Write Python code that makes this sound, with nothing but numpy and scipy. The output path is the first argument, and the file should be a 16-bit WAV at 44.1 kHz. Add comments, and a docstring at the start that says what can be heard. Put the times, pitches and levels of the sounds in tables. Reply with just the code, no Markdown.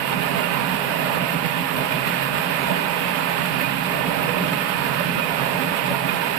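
"""A shed where a band sawmill cuts steadily through a log. The teeth's uneven bites shake frame, log and blade:
noise through many blurred resonances, over a low throbbing drone and the motor's hum (a wavering sine).
Single resonances flare as short tones: thumps, knocks, pings. A thin hiss and whistle throb with each turn
of the band wheel. The left microphone hears the blade's upper resonances much more weakly than the right,
the hiss about equally, the whistle more strongly."""
import sys
import numpy as np
from scipy import signal
from scipy.fft import rfft, irfft, next_fast_len
from scipy.io import wavfile
from scipy.ndimage import uniform_filter1d, map_coordinates

SR = 44100
rng = np.random.default_rng(int(sys.argv[2]) if len(sys.argv) > 2 else 0)


def pcm_store(signal):
    """Save signal as 16-bit PCM."""
    levels = np.round(np.clip(np.atleast_2d(signal), -1, 1) * 32767)
    wavfile.write(sys.argv[1], SR, levels.astype(np.int16).T)


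N = 281358
T = np.arange(N) / SR  # seconds

# level curves, used about their means: time_s, level_db
DRONE_LEVEL = [(0.0, -35), (0.09, -34.5), (0.18, -27), (0.25, -34), (0.35, -29), (0.46, -33), (0.75, -28.5),
               (0.8, -35), (1.06, -30), (1.1, -34), (1.24, -28.5), (1.28, -37), (1.37, -25.5), (1.4, -35),
               (1.46, -26.5), (1.49, -36), (1.62, -28.5), (1.67, -36), (1.81, -27), (1.88, -38),
               (1.94, -27.5), (2.04, -36), (2.08, -29), (2.18, -34), (2.4, -31), (2.42, -37), (2.5, -31),
               (2.56, -35), (2.7, -30), (2.9, -34), (3.22, -32), (3.38, -35.5), (3.41, -29), (3.46, -32),
               (3.55, -30.5), (4.03, -32), (4.09, -29), (4.12, -33), (4.16, -31), (4.37, -30.5),
               (4.42, -26.5), (4.62, -33.5), (5.19, -29.5), (5.28, -35), (5.33, -30), (5.37, -36),
               (5.4, -28), (5.53, -35), (5.54, -30), (5.7, -29), (5.79, -36), (5.92, -28), (6.0, -37),
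               (6.04, -29.5), (6.25, -36), (6.38, -34)]  # low drone of the frame, throbs unevenly
BLADE_LEVEL = [(0, 0), (1.75, -0.1), (1.95, 0.6), (3.6, 1), (4.0, 0), (5.0, 0.5), (5.2, 0), (5.45, 0.5),
               (6.15, .5), (6.38, 0.5)]  # ring of the blade
# borders between frame, log, growl and blade; edges of the ring near 2.5 kHz
LOW_HZ, MIDDLE_HZ, HIGH_HZ = 340, 760, 1110
RING_LOW_HZ, RING_HIGH_HZ = 2380, 2600


def amp(db):
    """dB to gain."""
    return 10 ** (np.asarray(db) / 20)


def unit(x):
    """Scaled to rms 1."""
    return x / np.sqrt(np.mean(x ** 2) + 1e-20)


def along(points, hz):
    """Value columns of (Hz, value, ..) points, interpolated on a log frequency axis."""
    f, *columns = np.transpose(points)
    return np.array([np.interp(np.log(hz + 1), np.log(f + 1), c) for c in columns])


def swell(rows):
    """Level curve about its mean, one dB value per sample."""
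    s, db = np.transpose(rows)
    level_db = np.interp(T, s, db)
    return level_db - level_db.mean()


def wobble(knots_per_s):
    """Smooth random curve."""
    knots = rng.standard_normal(int(N * knots_per_s / SR) + 4)
    return map_coordinates(knots, [np.arange(N) * knots_per_s / SR])


def filtered(x, response):
    """x times a response of frequency."""
    m = next_fast_len(N + 8192)
    return irfft(rfft(x, m) * response(np.fft.rfftfreq(m, 1 / SR)), m)[..., :N]


def below(edge_hz, hz):
    """Share of the power under an edge."""
    return 1 / (1 + (hz / edge_hz) ** 16)


def evened(x):
    """Noise with its level partly evened out, so that it sounds steadier."""
    span_s, share = 0.048, 0.78
    power = uniform_filter1d(np.mean(x ** 2, axis=0), round(span_s * SR))
    power = uniform_filter1d(power, round(span_s * SR / 2))
    return x * unit((np.abs(power) + 1e-12) ** (-share / 2)) * 1.01


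def shaken(force, response, patchy_db):
    """Stereo noise driven by an uneven force, in random gain patches, through a two-microphone response."""
    # left-right likeness: frequency_hz, likeness (0 to 1)
    likeness = [(40, .55), (140, .5), (270, .42), (500, .22), (1200, 0)]
    right_lag_s = 0.0003095
    z = signal.stft(unit(force) * rng.standard_normal((2, N)), nperseg=512)[2]
    patches = uniform_filter1d(rng.standard_normal(z.shape), 6, axis=1)
    patches = uniform_filter1d(patches, 8, axis=2)
    pair = unit(signal.istft(z * amp(patchy_db * unit(patches)), nperseg=512)[1][:, :N])

    def mid_side(hz):
        angle = np.arccos(np.clip(along(likeness, hz)[0], -1, 1)) / 2
        return np.array([np.cos(angle), np.sin(angle)])

    mid, side = filtered(pair, mid_side)
    delay = lambda hz: np.exp(np.outer([0, -2j * np.pi * right_lag_s], hz))
    return filtered(np.array([mid + side, mid - side]), lambda hz: response(hz) * delay(hz))


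def hum():
    """Motor hum: a sine wavering in pitch and level, its phase drifting between the microphones."""
    pitch_hz, waver_hz, waver_db = 135.4, 2.01, 1.5
    left_right_db = np.array([[-44], [-39.5]])  # rms, before the wavering
    drone_share = 0.45  # share of the drone's throb in dB taken up
    phase = 2 * np.pi * np.cumsum(pitch_hz + waver_hz * wobble(6)) / SR
    level_db = left_right_db + waver_db * wobble(5) + drone_share * swell(DRONE_LEVEL)
    return np.sqrt(2) * amp(level_db) * np.sin([phase + 1.07 * wobble(4), phase])


def wheel():
    """Untrue band wheel: each turn has a loud and a soft half, and one brief scrape of the blade."""
    turns_per_s, peak_s = 6.497, .09
    throb = np.tanh(1.2 * np.cos(2 * np.pi * turns_per_s * (T - peak_s)))
    throb = throb * amp(2 - .9 * T + wobble(1.7))  # eases as the cut goes on
    turns = turns_per_s * (T - peak_s + .015) + 1.5  # scrape leads the loudest point by 15 ms
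    strength = 2 * rng.uniform(size=int(turns[-1]) + 1)[turns.astype(int)]  # new each turn
    scrape = strength * np.exp(-((turns % 1 - .5) / 0.035) ** 2)
    return throb, scrape


def lurches():
    """Teeth catch in hard grain; log and blade lurch together: brief swells in dB."""
    # time_s, swell_db (full in the log, a share of it in growl and blade)
    catches = [(.129, 5.5), (.388, 3), (1.451, 2.5), (1.929, 3), (2.63, 3), (2.707, 1.5), (3.177, 1),
               (4.292, 4), (4.39, 2), (4.534, 2), (4.869, 0.5), (5.005, 1.5), (5.195, 3.5), (5.915, 1)]
    half_width_s = 0.0094
    return sum(db * np.exp(-((T - s) / half_width_s) ** 2) for s, db in catches)


def mill_body():
    """Response of frame, log and blade: resonances adding power to a bed, with notches where they cancel."""
    # bed under the resonances: frequency_hz, left_db, right_db (relative, per Hz)
    bed = [(20, -23, -24), (45, -19, -18), (75, -12.5, -10), (112, -11, -10.5), (230, -8, -6),
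           (330, -13, -5), (720, -12, -3), (1300, -12, -1), (2200, -16, 0), (2800, -13, -1),
           (3300, -15, -6), (4700, -24, -15), (5100, -33, -18), (5800, -46, -22), (6200, -50, -32),
           (6600, -70, -45), (9000, -120, -120)]
    # resonances: centre_hz, width_hz (at quarter power), left_db, right_db (over the bed)
    modes = [(136, 14, 12, 16), (155, 25, 13.5, 17), (176, 22, 18, 21.5), (198, 25, 8, 13.5),
             (261, 55, 8.5, 14), (415, 36, 11, 8), (452, 14, 0, 3), (484, 26, 5, 9.5), (511, 26, 3, 6),
             (548, 24, 3, 5), (580, 38, 9, 10), (612, 17, -3, 11.5), (650, 25, 0, 5), (675, 22, 4, 10.5),
             (727, 20, -6, 2), (824, 58, 3, 10), (880, 16, -6, 2), (919, 18, 12, 12.5), (947, 20, 4, 10),
             (998, 95, 6, 8.5), (1054, 24, -10, 5.5), (1158, 24, -2, 5.5), (1196, 22, -10, 6.5),
             (1268, 24, 7, 6.5), (1303, 24, -4, 2), (1407, 28, 5, 6.5), (1515, 70, 0, 2.5),
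             (1550, 22, -2, 3), (1675, 58, 4, -1), (1780, 55, 1, 6), (1841, 17, -3, 2), (1978, 20, -6, 1),
             (2062, 40, -8, -2), (2365, 25, -6, 0), (2461, 55, 4, 8.5), (2523, 150, 0, 4.5),
             (2685, 17, -3, 2), (2760, 60, -3, 4), (2813, 18, -6, 1)]
    # cancellations: centre_hz, width_hz, gain_db
    notches = [(353, 22, -3), (439, 14, -3), (702, 20, -5), (866, 14, -3), (1087, 24, -2), (1345, 16, -2),
               (1875, 20, -2), (2032, 22, -2), (2220, 90, -1.5), (2340, 20, -2.5)]
    every_hz = np.arange(SR // 2 + 1)
    power = np.ones((2, len(every_hz)))
    for centre_hz, width_hz, *db in modes:
        power += amp(db)[:, None] ** 2 / (1 + (2 * (every_hz - centre_hz) / width_hz) ** 2) ** 2
    notch_db = sum(db * np.exp(-(2 * (every_hz - hz) / width_hz) ** 2) for hz, width_hz, db in notches)
    gains = amp(along(bed, every_hz)) * np.sqrt(power) * amp(notch_db)
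    return lambda hz: np.array([np.interp(hz, every_hz, gain) for gain in gains])


def hiss(bite, throb, scrape):
    """Thin hiss: high noise throbbing with the wheel, swelling partly with the blade."""
    # frequency_hz, left_db, right_db (relative)
    bed = [(4000, -90, -90), (6000, -32, -32), (6400, -23, -23), (6720, -14, -13), (6980, -18, -18),
           (7400, -9, -9), (8200, -8, -7), (9100, -9, -9), (10800, -7, -6), (12300, -6, -6),
           (15000, -6, -5)]
    blade_share = .4  # share of the blade's swell in dB
    force = amp(0.5 * bite + 0.11 * throb + 1.5 * scrape)
    noise = shaken(force, lambda hz: amp(along(bed, hz)), patchy_db=1.85)
    return amp(-27.5 + blade_share * swell(BLADE_LEVEL)) * noise


def whistle(bite, throb, scrape):
    """Top whistle: the highest noise band, throbbing most with the wheel."""
    # frequency_hz, left_db, right_db (relative)
    bed = [(11000, -90, -90), (12200, -14, -22), (12660, 0.5, -7), (13300, 0.5, -3), (13700, 0, -6),
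           (13800, 5, -1), (14100, -2, -3), (15000, -4, -5)]
    # slow rise and fall about the mean: time_s, level_db
    level = [(0, -.6), (1.9, .8), (4.6, -.9), (6.38, 0)]
    force = amp(1.2 * bite + 2.0 * throb + 1.8 * scrape)
    noise = shaken(force, lambda hz: amp(along(bed, hz)), patchy_db=1.0)
    return amp(-29.5 + swell(level)) * noise


def frame(bite, body):
    """Frame: the lowest resonances shaken into a throbbing drone."""
    response = lambda hz: body(hz) * np.sqrt(below(LOW_HZ, hz))
    noise = shaken(amp(0.48 * bite), response, patchy_db=0.35)
    return amp(-14.5 + swell(DRONE_LEVEL)) * evened(noise)


def log(bite, body, lurch_db):
    """Log: its resonances shaken by the bite, lurching, with a slow chance drift of level."""
    # used about its mean: time_s, level_db
    level = [(0.0, -36.5), (0.41, -31), (0.58, -34.5), (1.15, -31.5), (1.7, -36.5), (1.79, -29.5),
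             (1.85, -33), (2.66, -34.5), (2.7, -30), (2.75, -33), (3.66, -34.5), (3.8, -38), (3.91, -31.5),
             (4.41, -31.5), (4.78, -36.5), (4.87, -31), (4.99, -35.5), (5.01, -31), (5.05, -35),
             (5.53, -31), (5.9, -33), (5.92, -31), (5.95, -33), (6.38, -34.5)]
    drift_db, drift_knots_per_s = 0.52, 2.86
    response = lambda hz: body(hz) * np.sqrt(below(MIDDLE_HZ, hz) - below(LOW_HZ, hz))
    noise = shaken(amp(0.71 * bite), response, patchy_db=0.4)
    level_db = swell(level) + drift_db * wobble(drift_knots_per_s) + lurch_db
    return amp(-13.5 + level_db) * evened(noise)


def growl(bite, body, lurch_db):
    """Growl: resonances near 1 kHz shaken by the bite."""
    # used about its mean: time_s, level_db
    level = [(0.0, -35.5), (0.12, -31.5), (0.19, -34), (0.39, -31), (0.43, -35.5), (0.62, -29), (0.66, -32),
             (1.08, -35), (1.1, -29), (1.24, -34), (1.83, -33), (2.02, -35), (2.9, -31), (3.0, -34),
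             (3.39, -30.5), (3.43, -35), (3.71, -32.5), (3.73, -34.5), (4.39, -32.5), (4.42, -35),
             (4.94, -31.5), (5.12, -36.5), (5.45, -31), (5.49, -34), (6.25, -32), (6.38, -35.5)]
    response = lambda hz: body(hz) * np.sqrt(below(HIGH_HZ, hz) - below(MIDDLE_HZ, hz))
    noise = shaken(amp(.5 * bite), response, patchy_db=0.7)
    return amp(-14.0 + swell(level) + 0.67 * lurch_db) * evened(noise)


def blade(bite, throb, scrape, body, lurch_db):
    """Blade: the high resonances shaken by bite, wheel and scrape; its 2.5 kHz ring returned apart."""
    # ring near 2.5 kHz, used about its mean: time_s, level_db
    ring_level = [(0.0, -41), (0.19, -36.5), (1.67, -37.5), (1.72, -42), (1.79, -36), (1.9, -40),
                  (1.92, -35), (2.2, -36.5), (3.32, -36), (3.36, -39), (3.66, -34), (3.71, -39),
                  (3.84, -36), (4.25, -38), (4.3, -34.5), (4.71, -38.5), (4.74, -35.5), (4.92, -39),
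                  (5.24, -33), (5.3, -38), (6.02, -36), (6.06, -41), (6.09, -33), (6.15, -38),
                  (6.33, -34.5), (6.38, -39)]
    force = amp(0.77 * bite + 0.067 * throb + 0.99 * scrape)
    response = lambda hz: body(hz) * np.sqrt(1 - below(HIGH_HZ, hz))
    whole = amp(swell(BLADE_LEVEL) + 0.58 * lurch_db) * shaken(force, response, patchy_db=0.77)

    def band(centre_hz, half_hz):
        return filtered(whole, lambda hz: np.exp(-((hz - centre_hz) / half_hz) ** 4)[None])

    ring = band((RING_LOW_HZ + RING_HIGH_HZ) / 2, (RING_HIGH_HZ - RING_LOW_HZ) / 2)
    upper = band(2820, 90)
    upper_db = 4 * np.exp(-T / 1.9) - 1.5  # higher ring starts strong and fades
    steady = amp(-14.5) * (whole - ring - upper + amp(upper_db) * upper)
    return steady, amp(-15.0 + swell(ring_level)) * evened(ring)


def flaring(layer, body, low_hz, high_hz):
    """Layer plus its band's flares: short swells of tone, to which the layer's noise gives way."""
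    # thumps, knocks and pings: time_s, peak_db (at the right microphone), pitch_hz
    events = [(.618, -22, 976), (1.103, -20, 832), (1.359, -22, 169.2), (1.453, -21, 159.8),
              (1.925, -23, 2420), (1.966, -27, 647), (2.637, -23, 943), (2.708, -19.5, 594),
              (2.724, -20, 186.6), (3.626, -23, 584), (3.649, -21, 2440), (4.087, -17, 171.7),
              (4.43, -19, 173), (4.532, -21, 150.5), (4.535, -23, 852), (4.753, -24.5, 920),
              (4.875, -22.5, 667), (5.01, -23, 590), (5.099, -23, 176.4), (5.229, -20, 2460),
              (5.316, -21, 960), (5.558, -29, 594), (5.915, -19.5, 571), (5.916, -18, 176),
              (5.948, -20, 932), (6.095, -20, 2480), (6.235, -22.5, 930)]
    half_width_s, yield_db = 0.0093, -1
    neighbour_ratio, neighbour_db = 1.5, -5  # also stirs resonances about a fifth above
    tones, dip_db = np.zeros((2, N)), np.zeros(N)
    for s, db, hz in events:
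        if not low_hz <= hz < high_hz:
            continue
        near = slice(round((s - 4 * half_width_s) * SR), round((s + 4 * half_width_s) * SR))
        shape = np.exp(-((T[near] - s) / half_width_s) ** 2)
        pair_hz = hz * np.array([1, neighbour_ratio * rng.normal(1, .03)])
        gains = body(pair_hz) * amp([db, db + neighbour_db]) / body(pair_hz)[1, 0]
        left_right_shift = np.array([[rng.normal(0, 1.0)], [0]])
        phase = 2 * np.pi * rng.uniform(size=2) + left_right_shift
        waves = np.sin(2 * np.pi * np.outer(pair_hz, T[near]) + phase[..., None])
        tones[:, near] += shape * np.sum(gains[..., None] * waves, axis=1)
        dip_db[near] += yield_db * shape
    return amp(dip_db) * layer + tones


def mill():
    """One uneven bite drives all the noise layers; four of them flare."""
    bite = .5 * wobble(14) + 0.54 * wobble(45)
    throb, scrape = wheel()
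    lurch_db = lurches()
    body = mill_body()
    steady_blade, ring = blade(bite, throb, scrape, body, lurch_db)
    mix = hiss(bite, throb, scrape) + whistle(bite, throb, scrape) + steady_blade
    mix = mix + flaring(frame(bite, body), body, 0, LOW_HZ)
    mix = mix + flaring(log(bite, body, lurch_db), body, LOW_HZ, MIDDLE_HZ)
    mix = mix + flaring(growl(bite, body, lurch_db), body, MIDDLE_HZ, HIGH_HZ)
    return mix + flaring(ring, body, RING_LOW_HZ, RING_HIGH_HZ)


def scene():
    """Motor hum under the mill."""
    return hum() + mill()


def record(dry):
    """Steep band limit: down 60 dB each 120 Hz above the top, to -120 dB."""
    top_hz = 14260
    return filtered(dry, lambda hz: amp(-60 * np.clip((hz - top_hz) / 120, 0, 2)))


dry = scene()
out = record(dry)
pcm_store(out)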